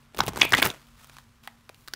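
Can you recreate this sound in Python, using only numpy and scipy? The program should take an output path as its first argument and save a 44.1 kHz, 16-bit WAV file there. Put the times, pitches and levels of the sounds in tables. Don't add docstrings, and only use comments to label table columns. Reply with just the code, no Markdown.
import sys
import numpy as np
from scipy import signal
from scipy.io import wavfile
from scipy.ndimage import uniform_filter1d

SR = 44100
rng = np.random.default_rng(int(sys.argv[2]) if len(sys.argv) > 2 else 0)


def materialize(psi):
    bounded = np.clip(np.atleast_2d(psi).T, -1, 1)
    quanta = np.round(bounded * 32767).astype(np.int16)
    wavfile.write(sys.argv[1], SR, quanta)


def attenuation_scalar(level_db):
    decades = np.asarray(level_db, float) / 20
    return 10 ** decades


N = 85995

# frequency in Hz, width in Hz, level in dB.
HUM_MODES = [
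    (46.3, 30, -63.5),
    (99, 4.1, -69),
    (133, 10, -65),
    (234, 3.6, -66),
]
# frequency in Hz, density in dB per Hz.
AIR_SPECTRUM = [(15, -26.5), (25, -2), (182, -16.5), (245, -17.5), (766, -24.5), (1030, -11.5),
                (1730, -16.5), (15200, -34.5), (16500, -52.5)]
# time in seconds, rustle in dB, air puff in dB.
THUMB_PUSH = [(0, -65.5, -81), (.13, -61, -80), (.17, -59, -42.5), (.215, -43, -31.5), (.25, -45, -47.5),
              (.285, -38.5, -30.5), (.32, -53.5, -44.5), (.37, -45, -42), (.43, -24, -38),
              (.455, -39.5, -40), (.5, -45.5, -46.5), (.55, -42, -31.5), (.59, -22, -40.5),
              (.612, -38, -50.5), (.655, -19, -33), (.69, -37, -38), (.74, -46, -61), (.85, -72.5, -72)]
# frequency in Hz, density in dB per Hz.
RUSTLE_SPECTRUM = [(88, -31), (150, -5.5), (1470, -3.5), (1860, -5.5), (2920, -7), (4870, -14),
                   (13000, -21), (15600, -31), (16500, -38.5)]
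# frequency in Hz, density in dB per Hz.
PUFF_SPECTRUM = [(25, -20.5), (60, -1.5), (150, -2.5), (400, -20.5), (1500, -55)]
# time in seconds, level in dB.
SLIDE_LEVELS = [(0, -64), (.14, -85), (.2, -84), (.76, -58.5), (.8, -58.5), (.95, -62), (1.035, -52),
                (1.07, -58), (1.15, -57), (1.2, -57), (1.27, -65.5), (1.42, -71), (1.445, -53.5),
                (1.5, -62.5), (1.62, -67.5), (1.76, -64), (1.83, -65.5), (1.87, -65.5), (1.95, -60.5)]
# frequency in Hz, density in dB per Hz.
RUB_SPECTRUM = [(240, -64.5), (400, -9), (1390, 1.5), (1620, -3.5), (3370, -4), (13100, -13.5),
                (15700, -12.5), (16500, -37)]
# time in seconds, peak in dB, card pitch in
# Hz, edge snap in dB.
CARD_FLICKS = [(0.147, -30, 790, -39), (0.166, -35, 702, -5.5), (0.1722, -26.5, 2625, -12),
               (0.1736, -28.5, 699.7, -16), (0.184, -25, 3486, -2), (0.189, -14.5, 1100, -10),
               (0.1915, -17.5, 796, -22), (0.195, -24.5, 996, -20), (0.232, -29.5, 1011, -15),
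               (0.235, -27, 756, -13.5), (0.237, -23, 600, -21), (0.258, -42.5, 847, 4.5),
               (0.265, -26.5, 3677, 1), (0.272, -23, 2872, -17), (0.2806, -15.5, 598, -11.5),
               (0.283, -23, 3810, -18.5), (0.2842, -20, 380, -26), (0.288, -21.5, 898, -7),
               (0.292, -24.5, 1300, -20.5), (0.296, -43, 1031, -6), (0.334, -28.5, 833, -13),
               (0.349, -34.5, 713.5, -10.5), (0.36, -20.5, 1064, -25), (0.37, -19.5, 1433, -21.5),
               (0.374, -20.5, 787, -14.5), (0.388, -22.5, 883, -8), (0.397, -21.5, 1483, -16),
               (0.404, -23.5, 3220, -21.5), (0.4099, -23.5, 1600, -21), (0.4306, -21, 1602, -24),
               (0.444, -27, 4600, -7.5), (0.449, -20.5, 724, -7.5), (0.4521, -17, 902, -7.5),
               (.493, -32, 6600, 2.5), (0.505, -38, 5000, 0.5), (.507, -28, 4460, -5),
               (0.5226, -7.5, 1840, -28), (.528, -27, 1500, -13.5), (0.5324, -14.5, 1700, -13.5),
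               (0.5491, -8.5, 1960, -18), (0.5498, -18, 3380, -18.5), (0.5535, -24, 1910, -23.5),
               (.562, -30.5, 1900, -22), (.5695, -26, 2028, -11), (.5717, -15.5, 3630, -15.5),
               (.576, -24, 1715, -24), (.5795, -16, 2030, -16), (0.5815, -13, 3010, -25),
               (0.5832, -31, 1520, -17), (0.5881, -16, 700, -19.5), (0.5903, -18.5, 2827, -21),
               (0.5953, -19, 2000, -20), (.599, -15, 2500, -20), (.61, -27.5, 2246, -11),
               (.6335, -21, 1500, -16), (.638, -22.5, 990, -16), (0.6444, -13.5, 1520, -18),
               (0.6459, -18.5, 1080, -7), (0.6496, -17.5, 2330, -10.5), (.654, -13.5, 1620, -0.5),
               (0.6573, -24, 1200, -23), (0.662, -14.5, 2240, -17), (0.664, -15.5, 1400, -16),
               (.672, -24, 1580, 5), (0.6758, -25, 1320, -14), (.683, -25, 800, -7), (.689, -28, 1530, -3),
               (.702, -18, 3650, -29), (.715, -36, 2470, -2)]
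# time in seconds, peak in dB, card pitch in Hz, edge snap in dB, upper mode in Hz.
PUSH_TICKS = [(0.869, -44, 790, -5, 3180), (1.045, -34.5, 1190, -8, 3060), (1.072, -48, 982, 4, 3800),
              (1.085, -52, 1300, -15, 2740), (1.097, -31, 1415, -25, 2550), (1.141, -44, 1024, -7, 3980),
              (1.168, -31.5, 1303, -25, 2430), (1.185, -31, 1655, -15, 3875),
              (1.437, -39.5, 1058, -21, 3280), (1.475, -28, 3330, -6, 2080), (1.693, -28, 1395, -20, 2395),
              (1.7455, -36.5, 2900, -9, 3950), (1.877, -26.5, 1430, -14.5, 4090),
              (1.883, -23.5, 1440, -12, 3980), (1.9368, -18, 1520, -10, 4250)]
# time
# in seconds, peak in dB, pitch in Hz, ring t60 in seconds, edge snap in dB.
CLUMP_SLAPS = [(.2038, -10.5, 850, 0.019, -13.5), (0.2056, -11.5, 680, 0.015, -30),
               (.2042, -12, 1500, 0.019, -17.5), (.2052, -12, 4000, 0.0067, -16),
               (.2056, -15.5, 2980, 0.012, -20), (.2062, -15, 5440, 0.0056, -16),
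               (.2155, -26.5, 1360, 0.035, -20), (.4135, -11.5, 5840, 0.0022, -22),
               (.4138, -16, 3440, 0.0081, -25), (.4155, -9, 1110, 0.0052, -31),
               (.4172, -4, 2580, 0.014, -33.5), (0.4199, -4, 3320, 0.012, -33),
               (.4178, -5.5, 3270, 0.012, -26), (0.4234, -19.5, 2450, 0.26, -36.5),
               (.429, -25.5, 3340, .2, -30.5), (.5342, -4, 1670, 0.015, -23),
               (.5372, -9.5, 3440, 0.012, -22), (0.5418, -9.5, 2094, 0.016, -30),
               (.546, -17.5, 1970, 0.051, -30), (.5408, -5, 1100, .006, -41),
               (.6198, -17.5, 1890, 0.0094, 3), (.6225, -15, 1650, 0.013, 0.5),
               (.6238, -11, 946, 0.014, -16), (.6258, -14, 2370, 0.004, 0.5), (.6272, -7, 2360, 0.0064, -2),
               (.6274, -6.5, 3480, 0.0092, -16.5), (1.1865, -40, 958, 0.017, -21),
               (1.4752, -32.5, 890, 0.027, -28), (1.4755, -30.5, 1250, 0.02, -30),
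               (1.4753, -34.5, 2040, 0.034, -22), (1.6977, -36, 450, 0.014, -17),
               (1.9365, -30, 5360, .006, -26), (1.9365, -29, 3140, .003, -32),
               (1.9372, -32, 1460, .014, -37), (1.947, -43, 1800, 0.012, -6)]
# time in seconds, peak in dB, start in Hz, end in Hz, length in seconds.
POCKET_SQUEAKS = [
    (.4142, -5.5, 930, 3420, 0.0048),
    (.5345, -3.5, 1500, 3630, .005),
    (.6232, -7, 873, 3450, .005),
]
# frequency in Hz, t60 in seconds.
ROOM_T60 = [(100, 0.15), (1000, 0.35), (4000, 0.14), (14000, 0.11)]

RISE_S, FALL_S, KNOCK_S = 0.00071, 0.0025, 0.00004
CARD_T60_S, FLICK_SNAP_T60_S, TICK_SNAP_T60_S = 0.007, 0.01, 0.007
THUD_HZ, THUD_T60_S, THUD_DB, THUD_DB_PER_OCTAVE = 307, 0.011, -6, -4
UPPER_DB, BROAD_DB, SNAP_TRIM_DB = -1.5, -0.5, 6
FLICK_GRIT, SLAP_GRIT = 0.12, 0.41


def evened(x):
    return x / np.sqrt(np.mean(x ** 2) + 1e-20)


def peaked(x):
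    return x / (abs(x).max() + 1e-12)


def read(points, hz):
    f, value = np.transpose(points)
    return np.interp(np.log(hz + 1), np.log(f + 1), value)


def level(rows, column):
    rows = np.array(rows)
    return attenuation_scalar(np.interp(np.arange(N) / SR, rows[:, 0], rows[:, column], -200, -200))


def coloured(x, points):
    db = read(points, np.fft.rfftfreq(4096, 1 / SR))
    log_gain = np.log(attenuation_scalar(np.r_[db, db[-2:0:-1]]))
    phase = -signal.hilbert(log_gain).imag
    taps = np.fft.ifft(np.exp(log_gain + 1j * phase)).real[:2048]
    return evened(signal.oaconvolve(x, taps)[:N])


def add(mix, s, sound):
    part = mix[round(s * SR):][:len(sound)]
    part += sound[:len(part)]


def ring(x, hz, t60):
    r = 10 ** (-3 / (t60 * SR))
    return signal.lfilter([1, 0, -1], [1, -2 * r * np.cos(2 * np.pi * hz / SR), r * r], x)


def room_tone():
    out = attenuation_scalar(-66.5) * coloured(rng.standard_normal(N), AIR_SPECTRUM)
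    for hz, width_hz, db in HUM_MODES:
        settled = ring(rng.standard_normal(2 * N), hz, 2.7 / width_hz)[N:]
        out = out + attenuation_scalar(db) * evened(settled)
    return out


def riffle():
    grains_per_s, grain_spread_db = 480, 4.5
    size = attenuation_scalar(grain_spread_db * np.minimum(rng.exponential(1, N), 3))
    size = size * (rng.random(N) < grains_per_s / SR)
    spread = np.sqrt(signal.lfilter([1], [1, -.97], size ** 2) + 0.37)
    grains = coloured(spread * rng.standard_normal(N), RUSTLE_SPECTRUM)
    puffs = coloured(rng.standard_normal(N), PUFF_SPECTRUM)
    return grains * attenuation_scalar(-3) * level(THUMB_PUSH, column=1) + puffs * attenuation_scalar(-1.5) * level(THUMB_PUSH, column=2)


def slide():
    skim_s, skim_length_s, skim_db = 1.837, 0.07, 1.5
    grain = attenuation_scalar(2.6 * evened(uniform_filter1d(rng.standard_normal(N), size=130)))
    rub = coloured(rng.standard_normal(N) * grain, RUB_SPECTRUM)
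    stroke = np.exp(-((np.arange(N) / SR - skim_s) / skim_length_s) ** 2)
    skim = attenuation_scalar(skim_db) * stroke * np.diff(rub, prepend=0)
    return (rub + skim) * attenuation_scalar(-2) * level(SLIDE_LEVELS, column=1)


def struck(noise, t, envelope):
    return noise[::-1] * envelope + np.exp(-((t - RISE_S) / KNOCK_S) ** 2) / 3


def snap(noise, t, t60):
    burst = noise * attenuation_scalar(-60 * t / t60) * np.minimum(t / RISE_S, 1)
    return peaked(np.diff(burst, n=2, prepend=[0, 0]))


def flick(noise, s, peak_db, card_hz, snap_db, upper_hz=0):
    t = np.arange(len(noise)) / SR
    scrape = struck(FLICK_GRIT * noise, t, np.minimum(t / RISE_S, 1) ** 2 * np.exp(-t / FALL_S))
    card_t60 = CARD_T60_S * min(1, (1500 / card_hz) ** .5)
    card = peaked(ring(scrape, card_hz, card_t60))
    card = card + attenuation_scalar(BROAD_DB) * peaked(ring(scrape, 1800, 0.00026))
    thud_db = THUD_DB + THUD_DB_PER_OCTAVE * np.log2(card_hz / 800)
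    snap_t60 = FLICK_SNAP_T60_S
    if upper_hz:
        card = card + attenuation_scalar(UPPER_DB) * peaked(ring(scrape, upper_hz, 0.0031))
        thud_db = thud_db - 18.5
        snap_t60 = TICK_SNAP_T60_S
    thud = attenuation_scalar(thud_db) * peaked(ring(noise * np.exp(-t / 0.0037), THUD_HZ, THUD_T60_S))
    crack = attenuation_scalar(snap_db + SNAP_TRIM_DB) * snap(noise, t, snap_t60)
    return s - RISE_S, attenuation_scalar(peak_db) * (peaked(card) + thud + crack)


def slap(noise, s, peak_db, pitch_hz, t60, snap_db):
    t = np.arange(len(noise)) / SR
    decay = 0.397 * np.exp(-(t / 0.0011) ** 2) + 12.0 * t60 * attenuation_scalar(-60 * t / t60)
    blow = struck(SLAP_GRIT * noise, t, np.minimum(t / RISE_S, 1) * decay)
    thud = attenuation_scalar(snap_db / 2 + THUD_DB) * peaked(ring(blow, THUD_HZ, THUD_T60_S))
    damped = ring(blow, pitch_hz, .0014)
    pocket = peaked(ring(damped, pitch_hz, min(0.55 * t60, .012)))
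    crack = attenuation_scalar(snap_db) * snap(noise, t, FLICK_SNAP_T60_S)
    return s - RISE_S, attenuation_scalar(peak_db) * (pocket + thud + crack)


def squeak(noise, s, peak_db, start_hz, end_hz, length_s):
    u = np.arange(len(noise)) / SR / length_s
    hz = start_hz * (end_hz / start_hz) ** np.minimum(u, 1.2)
    swell = u * np.exp(-(u / 0.81) ** 4)
    rough = 1 + 0.87 * evened(uniform_filter1d(noise, size=20))
    return s, attenuation_scalar(peak_db) * peaked(swell * rough * np.sin(2 * np.pi * np.cumsum(hz) / SR))


def room(x):
    taps = np.zeros(SR // 2)
    at = np.arange(200, len(taps) - 20, 20)
    taps[at + rng.integers(0, 20, len(at))] = rng.choice([-1., 1.], len(at))
    hz, t, z = signal.stft(taps, SR, nperseg=256)
    decay = attenuation_scalar(-60 * t / read(ROOM_T60, hz)[:, None])
    tail = signal.istft(z * decay, SR, nperseg=256)[1]
    return signal.fftconvolve(x, tail / np.linalg.norm(tail))[:N]


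def scene():
    bed = room_tone() + riffle() + slide()
    cards = np.zeros(N)
    for row in CARD_FLICKS + PUSH_TICKS:
        add(cards, *flick(rng.standard_normal(size=2000), *row))
    for row in CLUMP_SLAPS:
        add(cards, *slap(rng.standard_normal(size=6000), *row))
    for row in POCKET_SQUEAKS:
        add(cards, *squeak(rng.standard_normal(size=800), *row))
    return (cards + bed + attenuation_scalar(-19) * room(cards))[None]


def top_cut(x):
    return signal.sosfilt(signal.butter(12, 16960, fs=SR, output="sos"), x)


def record(dry):
    low_pass = signal.firwin(511, 15750, window=("kaiser", 9), fs=SR)
    mix = signal.oaconvolve(dry, low_pass[None], "same")
    return top_cut(mix)


dry = scene()
out = record(dry)
materialize(out)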